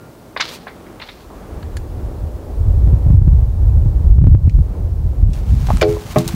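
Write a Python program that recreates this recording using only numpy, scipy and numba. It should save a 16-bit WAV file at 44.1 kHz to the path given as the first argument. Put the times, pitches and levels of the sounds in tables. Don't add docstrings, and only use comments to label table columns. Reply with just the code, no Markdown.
import sys
import numpy as np
from scipy import signal
from scipy.fft import rfft, irfft, next_fast_len
from scipy.io import wavfile
from scipy.ndimage import uniform_filter1d, minimum_filter1d
from numba import njit

SR = 44100
rng = np.random.default_rng(int(sys.argv[2]) if len(sys.argv) > 2 else 0)


def waveform_to_disk(signal):
    frames = np.transpose(np.atleast_2d(signal))
    scaled = np.clip(frames, -1, 1) * 32767
    samples = np.round(scaled).astype(np.int16)
    wavfile.write(sys.argv[1], SR, samples)


N = 280035


def undb(db):
    return 10 ** (np.asarray(db) / 20)


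def curve(table):
    s, *columns = np.transpose(table)
    now = np.arange(N) / SR
    return [np.interp(now, s, column) for column in columns]


def colour(x, points):
    hz, db = np.transpose(points)
    size = next_fast_len(len(x))
    f = np.arange(size // 2 + 1) * SR / size
    inside = (f > hz[0] / 2) * (f < hz[-1] * 2)
    gain = undb(np.interp(np.log(f + 1), np.log(hz), db)) * inside
    y = irfft(rfft(x, size) * gain, size)[:len(x)]
    return y / np.std(y)


def walk(rate):
    k = int(SR / rate)
    held = np.repeat(rng.standard_normal(N // k + 1), k)
    slewed = uniform_filter1d(uniform_filter1d(held, k), k)[:N]
    return slewed / np.std(slewed)


def grains(rate, spread_db, bed, size=N):
    size_db = spread_db * np.minimum(rng.exponential(size=size), 4)
    happens = rng.random(size) < rate / SR
    clicks = happens * undb(size_db) * rng.standard_normal(size)
    return clicks / np.std(clicks) + bed * rng.standard_normal(size)


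def add(out, s, x):
    i = int(s * SR)
    out[i:i + len(x)] += x[:N - i]


def ring(modes, gains, free=1):
    hz, db, t60 = np.transpose(modes)[:, :, None]
    t = np.arange(int(.7 * SR)) / SR
    sign = (-1) ** np.arange(len(modes))
    decay = undb(db - 60 * t / (t60 * free))
    return (sign * gains) @ (decay * np.sin(2 * np.pi * hz * t))


@njit
def limit(x, top, release):
    gain, envelope = np.empty(len(x)), top
    for i in range(len(x)):
        ahead = abs(x[min(i + 40, len(x) - 1)])
        envelope = max(ahead, envelope + (top - envelope) * release)
        gain[i] = top / envelope
    return gain


def cracks(table, tilt_db, rises, echo_db, echo_s, ringing=lambda x: x):
    out, t = np.zeros(N), np.arange(SR // 4) / SR
    for (s, db, low_hz, top_hz, t60), rise in zip(table, rises):
        shape = [(low_hz / 3, -30), (low_hz, 0), (top_hz * .85, tilt_db),
                 (top_hz * 1.3, tilt_db - 22), (top_hz * 3, -55)]
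        body = ringing(colour(grains(3000, 2.5, 1.1, size=len(t)), shape))
        direct = undb(-60 * np.maximum(t - rise, 0) / t60)
        echo = undb(echo_db - 60 * t / echo_s)
        attack = np.minimum(t / rise, 1)
        add(out, s - rise / 2, undb(db) * body * attack * (direct + echo))
    return out


def resonant(x):
    slab_hz = [2210, 3700, 4150, 4740]
    width_hz, between_db = 300, -4
    f = np.arange(len(x) // 2 + 1)[:, None] * SR / len(x)
    peaks = (1 / (1 + 2j * (f - slab_hz) / width_hz)).sum(axis=1)
    y = irfft(rfft(x) * (undb(between_db) + peaks), len(x))
    return y / np.std(y)


def stone_clacks():
    # start in seconds, level in dB, upper corner in Hz, t60 in seconds.
    knocks = [(0.3639, -23, 2580, 0.047), (0.373, -21.5, 5070, 0.014), (.399, -21, 3620, 0.037),
              (.406, -15, 7000, 0.03), (.423, -23.5, 6000, 0.03), (0.632, -44, 1070, 0.13),
              (0.669, -30.5, 2400, 0.12), (.677, -43, 4500, 0.11), (.866, -38, 2920, 0.018),
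              (0.998, -34, 3780, 0.06), (1.016, -30, 5060, 0.082), (1.088, -34, 4500, 0.054),
              (1.3, -40, 1360, 0.36)]
    octaves = 2.46
    rise_s = .005
    bands = [(s, db, top_hz / 2 ** octaves, top_hz, t60) for s, db, top_hz, t60 in knocks]
    rises = [rise_s * (top_hz / 5e3) ** 2 for s, db, top_hz, t60 in knocks]
    return cracks(bands, -5.5, rises, -15, 0.26, resonant)


def friction(coarse, fine, surface, rate, bed):
    # frequency in Hz, level in dB per Hz.
    fine_colour = [(4000, -12.5), (6500, -6), (11000, -9.5), (16000, -10.5)]
    slips = grains(rate, 2.5, bed) * undb(1.6 * walk(50))
    return coarse * colour(slips, surface) + fine * colour(slips, fine_colour)


def grit():
    # start in seconds, length in seconds,
    # level in dB at the start, fine dust in dB at the end.
    slides = [(0.437, 0.11, -34.5, -43), (1.033, 0.2, -45.5, -66)]
    # frequency in Hz, level in dB per Hz.
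    coarse_colour = [(500, 2), (1200, 4), (2500, 3), (4300, 5.5), (5500, -2.5), (7500, -18), (10000, -46)]
    fall_db_s, dust_rise_db_s, settle_db_s = 57, 112, 500
    stop_db, stop_s = 8.5, 0.04
    t, coarse, dust = np.arange(N) / SR, 0, 0
    for s, length, db, dust_db in slides:
        left = s + length - t
        stop = stop_db * np.clip(-left / stop_s, 0, 1)
        coarse = coarse + (t > s) * undb(db - fall_db_s * (t - s) - stop)
        below_peak_db = np.maximum(dust_rise_db_s * left, -settle_db_s * left)
        dust = dust + (t > s) * undb(dust_db - below_peak_db)
    return friction(coarse, dust, coarse_colour, 2000, .9)


def tool():
    # start in seconds, strength in dB, corner in Hz above which modes stay quiet.
    taps = [(1.63, -37, 6600), (1.77, -28.5, 7000)]
    # frequency in Hz, level in dB, t60 in seconds.
    steel_modes = [(1660, -2, 0.029), (4500, -8.5, 0.039), (7000, -17, 0.14), (9250, -37.5, 0.065)]
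    # frequency in Hz, level in dB, t60 in seconds.
    dying_ring = [(1400, -51, 1)]
    out, hz = np.zeros(N), np.array(steel_modes)[:, 0]
    for s, db, top_hz in taps:
        softness = 1 / (1 + (hz / top_hz) ** 4)
        add(out, s, undb(db) * ring(steel_modes, softness))
    add(out, 0, ring(dying_ring, np.ones(len(dying_ring))))
    return out


def pole():
    # start in seconds, strength in dB, best excited frequency in Hz,
    # spread in octaves, share of the free ring time.
    pushes = [(5.687, -14, 790, 0.12, 0.33), (5.7036, -5.5, 865, 0.37, 0.11), (5.708, -27, 1040, .15, 0.3),
              (5.714, -24, 1190, 0.11, 0.54), (5.73, -9, 172, 0.43, 0.48), (5.814, -28, 2460, 0.25, 0.8),
              (5.817, -10, 560, 0.37, 0.33), (5.828, -10.5, 442, 0.61, 1), (5.822, -15, 1070, 0.055, 1),
              (5.8565, -20.5, 382, 0.19, 1), (6.160, -14, 950, 0.4, 0.5), (6.160, -6, 240, 0.22, 0.6),
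              (6.160, -18, 370, 0.35, 0.5), (6.160, -13, 630, 0.15, 0.85), (6.169, -3, 143, 0.56, 0.85),
              (6.176, -14.5, 1080, 0.36, 0.4), (6.19, -9, 138, 0.57, 0.37), (6.337, -9.5, 183, 0.47, 0.34)]
    bending_hz = [131, 183, 250, 335, 421, 513, 615, 735, 796, 846, 1087, 1233, 1610, 1880, 2314, 2390]
    # level in dB, free t60 in seconds.
    bending_decay = [(-1.5, 0.18), (-2, 0.21), (-3.5, 0.37), (2.5, 0.69), (6, 0.49), (2, 0.25), (5, 0.17),
                     (4, 0.18), (8.5, 0.045), (-3, 0.26), (-1.5, 0.12), (-1.5, 0.098), (0, 0.14),
                     (1, 0.059), (12.5, 0.15), (15, 0.039)]
    chatter_db, chatter_s = -25, 0.01
    grip_s, grip_db_s, let_go_s = 5.915, 100, 6.15
    out, hz, t = np.zeros(N), np.array(bending_hz), np.arange(SR // 25) / SR
    modes, now = np.column_stack([hz, bending_decay]), np.arange(N) / SR
    for s, db, best_hz, octaves, free in pushes:
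        share = undb(-6 * (np.log2(hz / best_hz) / octaves) ** 2)
        rattle = rng.standard_normal(len(t)) * np.exp(-t / chatter_s)
        push = (t == 0) + undb(chatter_db) * rattle / np.sqrt(0.00025 * SR)
        add(out, s, undb(db) * signal.fftconvolve(ring(modes, share, free), push))
    damping_db = grip_db_s * np.maximum(now - grip_s, 0) * (now < let_go_s)
    return out * undb(-damping_db)


def contact_cracks():
    # start in seconds, level in dB, lower corner in Hz, upper corner in Hz, t60 in seconds.
    sharp_cracks = [(1.628, -41, 1200, 4940, 0.02), (1.768, -36, 1300, 12600, 0.044),
                    (4.496, -29, 2400, 8500, 0.0045), (5.333, -36.5, 2550, 11000, 0.036),
                    (5.669, -31, 694, 8850, 0.027), (5.771, -25, 794, 11600, 0.0083),
                    (5.813, -19, 1400, 7000, 0.075), (5.817, -19.5, 500, 15000, 0.012),
                    (5.825, -14, 1020, 5630, 0.071), (5.967, -25, 545, 1190, 0.03),
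                    (6.161, -22.5, 410, 3140, 0.11), (6.185, -15, 3560, 15500, 0.011),
                    (6.192, -25, 2980, 15500, 0.018), (6.278, -17, 3740, 15600, 0.012),
                    (6.287, -26.5, 1000, 15120, 0.03)]
    return cracks(sharp_cracks, -9, [0.0008] * len(sharp_cracks), -16, .08)


def bark():
    # time in seconds, level in dB.
    rubbing = [(5.3, -59), (5.44, -52.5), (5.68, -41), (6.05, -42), (6.35, -38.5)]
    # start in seconds, length in seconds, dB above the rubbing.
    hard_strokes = [(5.336, 0.071, 10.5), (5.879, 0.04, 5), (6.107, 0.019, 8.5), (6.164, 0.062, 7.5)]
    # frequency in Hz, level in dB per Hz.
    bark_colour = [(300, -3), (800, 14), (2000, 5), (4500, -0.5), (7000, -11.5), (10000, -34)]
    edge_s, treble_db = 0.029, -5
    t = np.arange(N) / SR
    harder_db = sum(db * ((t > s) & (t < s + length)) for s, length, db in hard_strokes)
    smooth_db = uniform_filter1d(1. 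* harder_db, int(edge_s * SR))
    level = (t > rubbing[0][0]) * undb(curve(rubbing)[0] + smooth_db)
    return friction(level, level * undb(treble_db), bark_colour, 1200, 1.44)


def wind():
    # time in seconds, buffet level in dB.
    gusts = [(0.03, -62.5), (1.35, -44), (1.51, -37), (1.73, -25.5), (2.23, -25.5), (2.5, -34.5),
             (2.58, -20), (2.67, -7), (2.81, -14), (2.87, -9), (3.03, -17), (3.08, -5), (3.28, -7),
             (3.51, -13.5), (3.64, -9.5), (3.68, -14.5), (3.74, -8), (3.88, -7), (3.93, -12.5), (4.07, -4),
             (4.39, -6), (4.43, -11.5), (4.48, -12), (4.6, -10.5), (4.72, -21), (5.0, -10.5), (5.18, -20.5),
             (5.23, -6), (5.35, -21), (5.46, -17), (5.51, -11), (5.93, -23.5), (6.02, -33), (6.3, -30)]
    # time in seconds, level in dB.
    fast_share = [(0, 14), (1.5, -16), (2.5, -16.5), (3.9, -20), (4.25, -7.5), (4.9, -22), (5.3, -10.5),
                  (6.1, -1)]
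    # frequency in Hz, level in dB per Hz.
    buffet_colour = [(12, -18.5), (25, 13), (43, 26.5), (77, 24.5), (115, 16), (150, 0), (200, -77.5)]
    # frequency in Hz, level in dB per Hz.
    eddy_colour = [(90, -2), (130, 7.5), (180, 3), (260, -9), (400, -37), (800, -71.5)]
    # start in seconds, peak of the swing in dB.
    hard_eddies = [(2.872, -4), (2.929, -4), (3.063, -5), (3.102, -3), (3.143, -6), (3.185, -4),
                   (3.215, -3), (3.276, -1.5), (3.858, -4.5), (4.181, 3), (4.212, 0), (4.239, 3.5),
                   (4.267, 5), (4.346, 6.5), (4.473, 0), (4.585, -3.5), (5.225, -5)]
    lowest_hz, jerk_db, jerk_s = 81.2, -7.5, 0.0015
    low = colour(rng.standard_normal(N), buffet_colour)
    low = low * undb(2.06 * walk(24.94) + 0.53 * walk(6.21))
    fast = colour(grains(300, 6.6, 0.35), eddy_colour)
    fast = fast * undb(curve(fast_share)[0] + 3.6 * walk(15))
    out, t = undb(curve(gusts)[0]) * (low + fast), np.arange(SR // 20) / SR
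    for (s, peak_db), u in zip(hard_eddies, rng.random((len(hard_eddies), 1))):
        cycles = t * lowest_hz * (1 + 0.65 * u)
        swing = np.sin(2 * np.pi * cycles) * cycles * np.exp(-2 * cycles)
        add(out, s, undb(peak_db) * swing / swing.max())
        jerk = t / jerk_s * np.exp(1 - t / jerk_s)
        add(out, s + 0.00392, undb(jerk_db + 1.65 * peak_db) * jerk)
    return out


def forest():
    # time in seconds, level in dB, rustle of near needles in dB against it.
    trees = [(0, -41.5, 1), (1.2, -42.5, 5), (1.7, -37.5, -0.5), (2.8, -36.5, -26.5), (4.6, -38, -13.5),
             (5.4, -39, -11)]
    # frequency in Hz, level in dB per Hz.
    sough_colour = [(60, -10.5), (120, -5), (350, -2), (600, -7.5), (1000, -17), (1500, -27), (2300, -35),
                    (5000, -48)]
    # frequency in Hz, level in dB per Hz.
    hiss_colour = [(1500, 0.89), (4000, 5.7), (9000, 1.7), (16000, 2.9)]
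    db, near_db = curve(trees)
    sough = colour(rng.standard_normal(N), sough_colour)
    rustle = signal.sosfilt(signal.butter(2, 1000, "high", fs=SR, output="sos"), sough)
    needles = (sough + undb(near_db) * rustle) * undb(db + 1.45 * walk(9.8))
    hiss = undb(-56.5) * colour(rng.standard_normal(N), hiss_colour)
    return needles + hiss


def scene():
    stones = stone_clacks() + grit()
    wood_and_contacts = pole() + contact_cracks() + bark()
    return (stones + tool() + wood_and_contacts + wind() + forest())[None]


def record(dry):
    ride_db, ride_s, ride_share = -5.5, 2, 0.18
    drive_db, ceiling_db, release_s = 2.5, 0, .036
    top_hz = 15700
    dry = signal.sosfilt(signal.butter(1, 12, "high", fs=SR, output="sos"), dry)
    ride = limit(dry[0], float(undb(ride_db)), 1 / (ride_s * SR)) ** ride_share
    ridden = undb(drive_db) * dry[0] * uniform_filter1d(ride, size=2000)
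    gain = limit(ridden, float(undb(ceiling_db)), 1 / (release_s * SR))
    smooth_gain = uniform_filter1d(minimum_filter1d(gain, size=160), size=80)
    held = np.clip(ridden * smooth_gain, -1, 1)[None]
    return signal.sosfilt(signal.ellip(10, .1, 70, top_hz, fs=SR, output="sos"), held)


dry = scene()
out = record(dry)
waveform_to_disk(out)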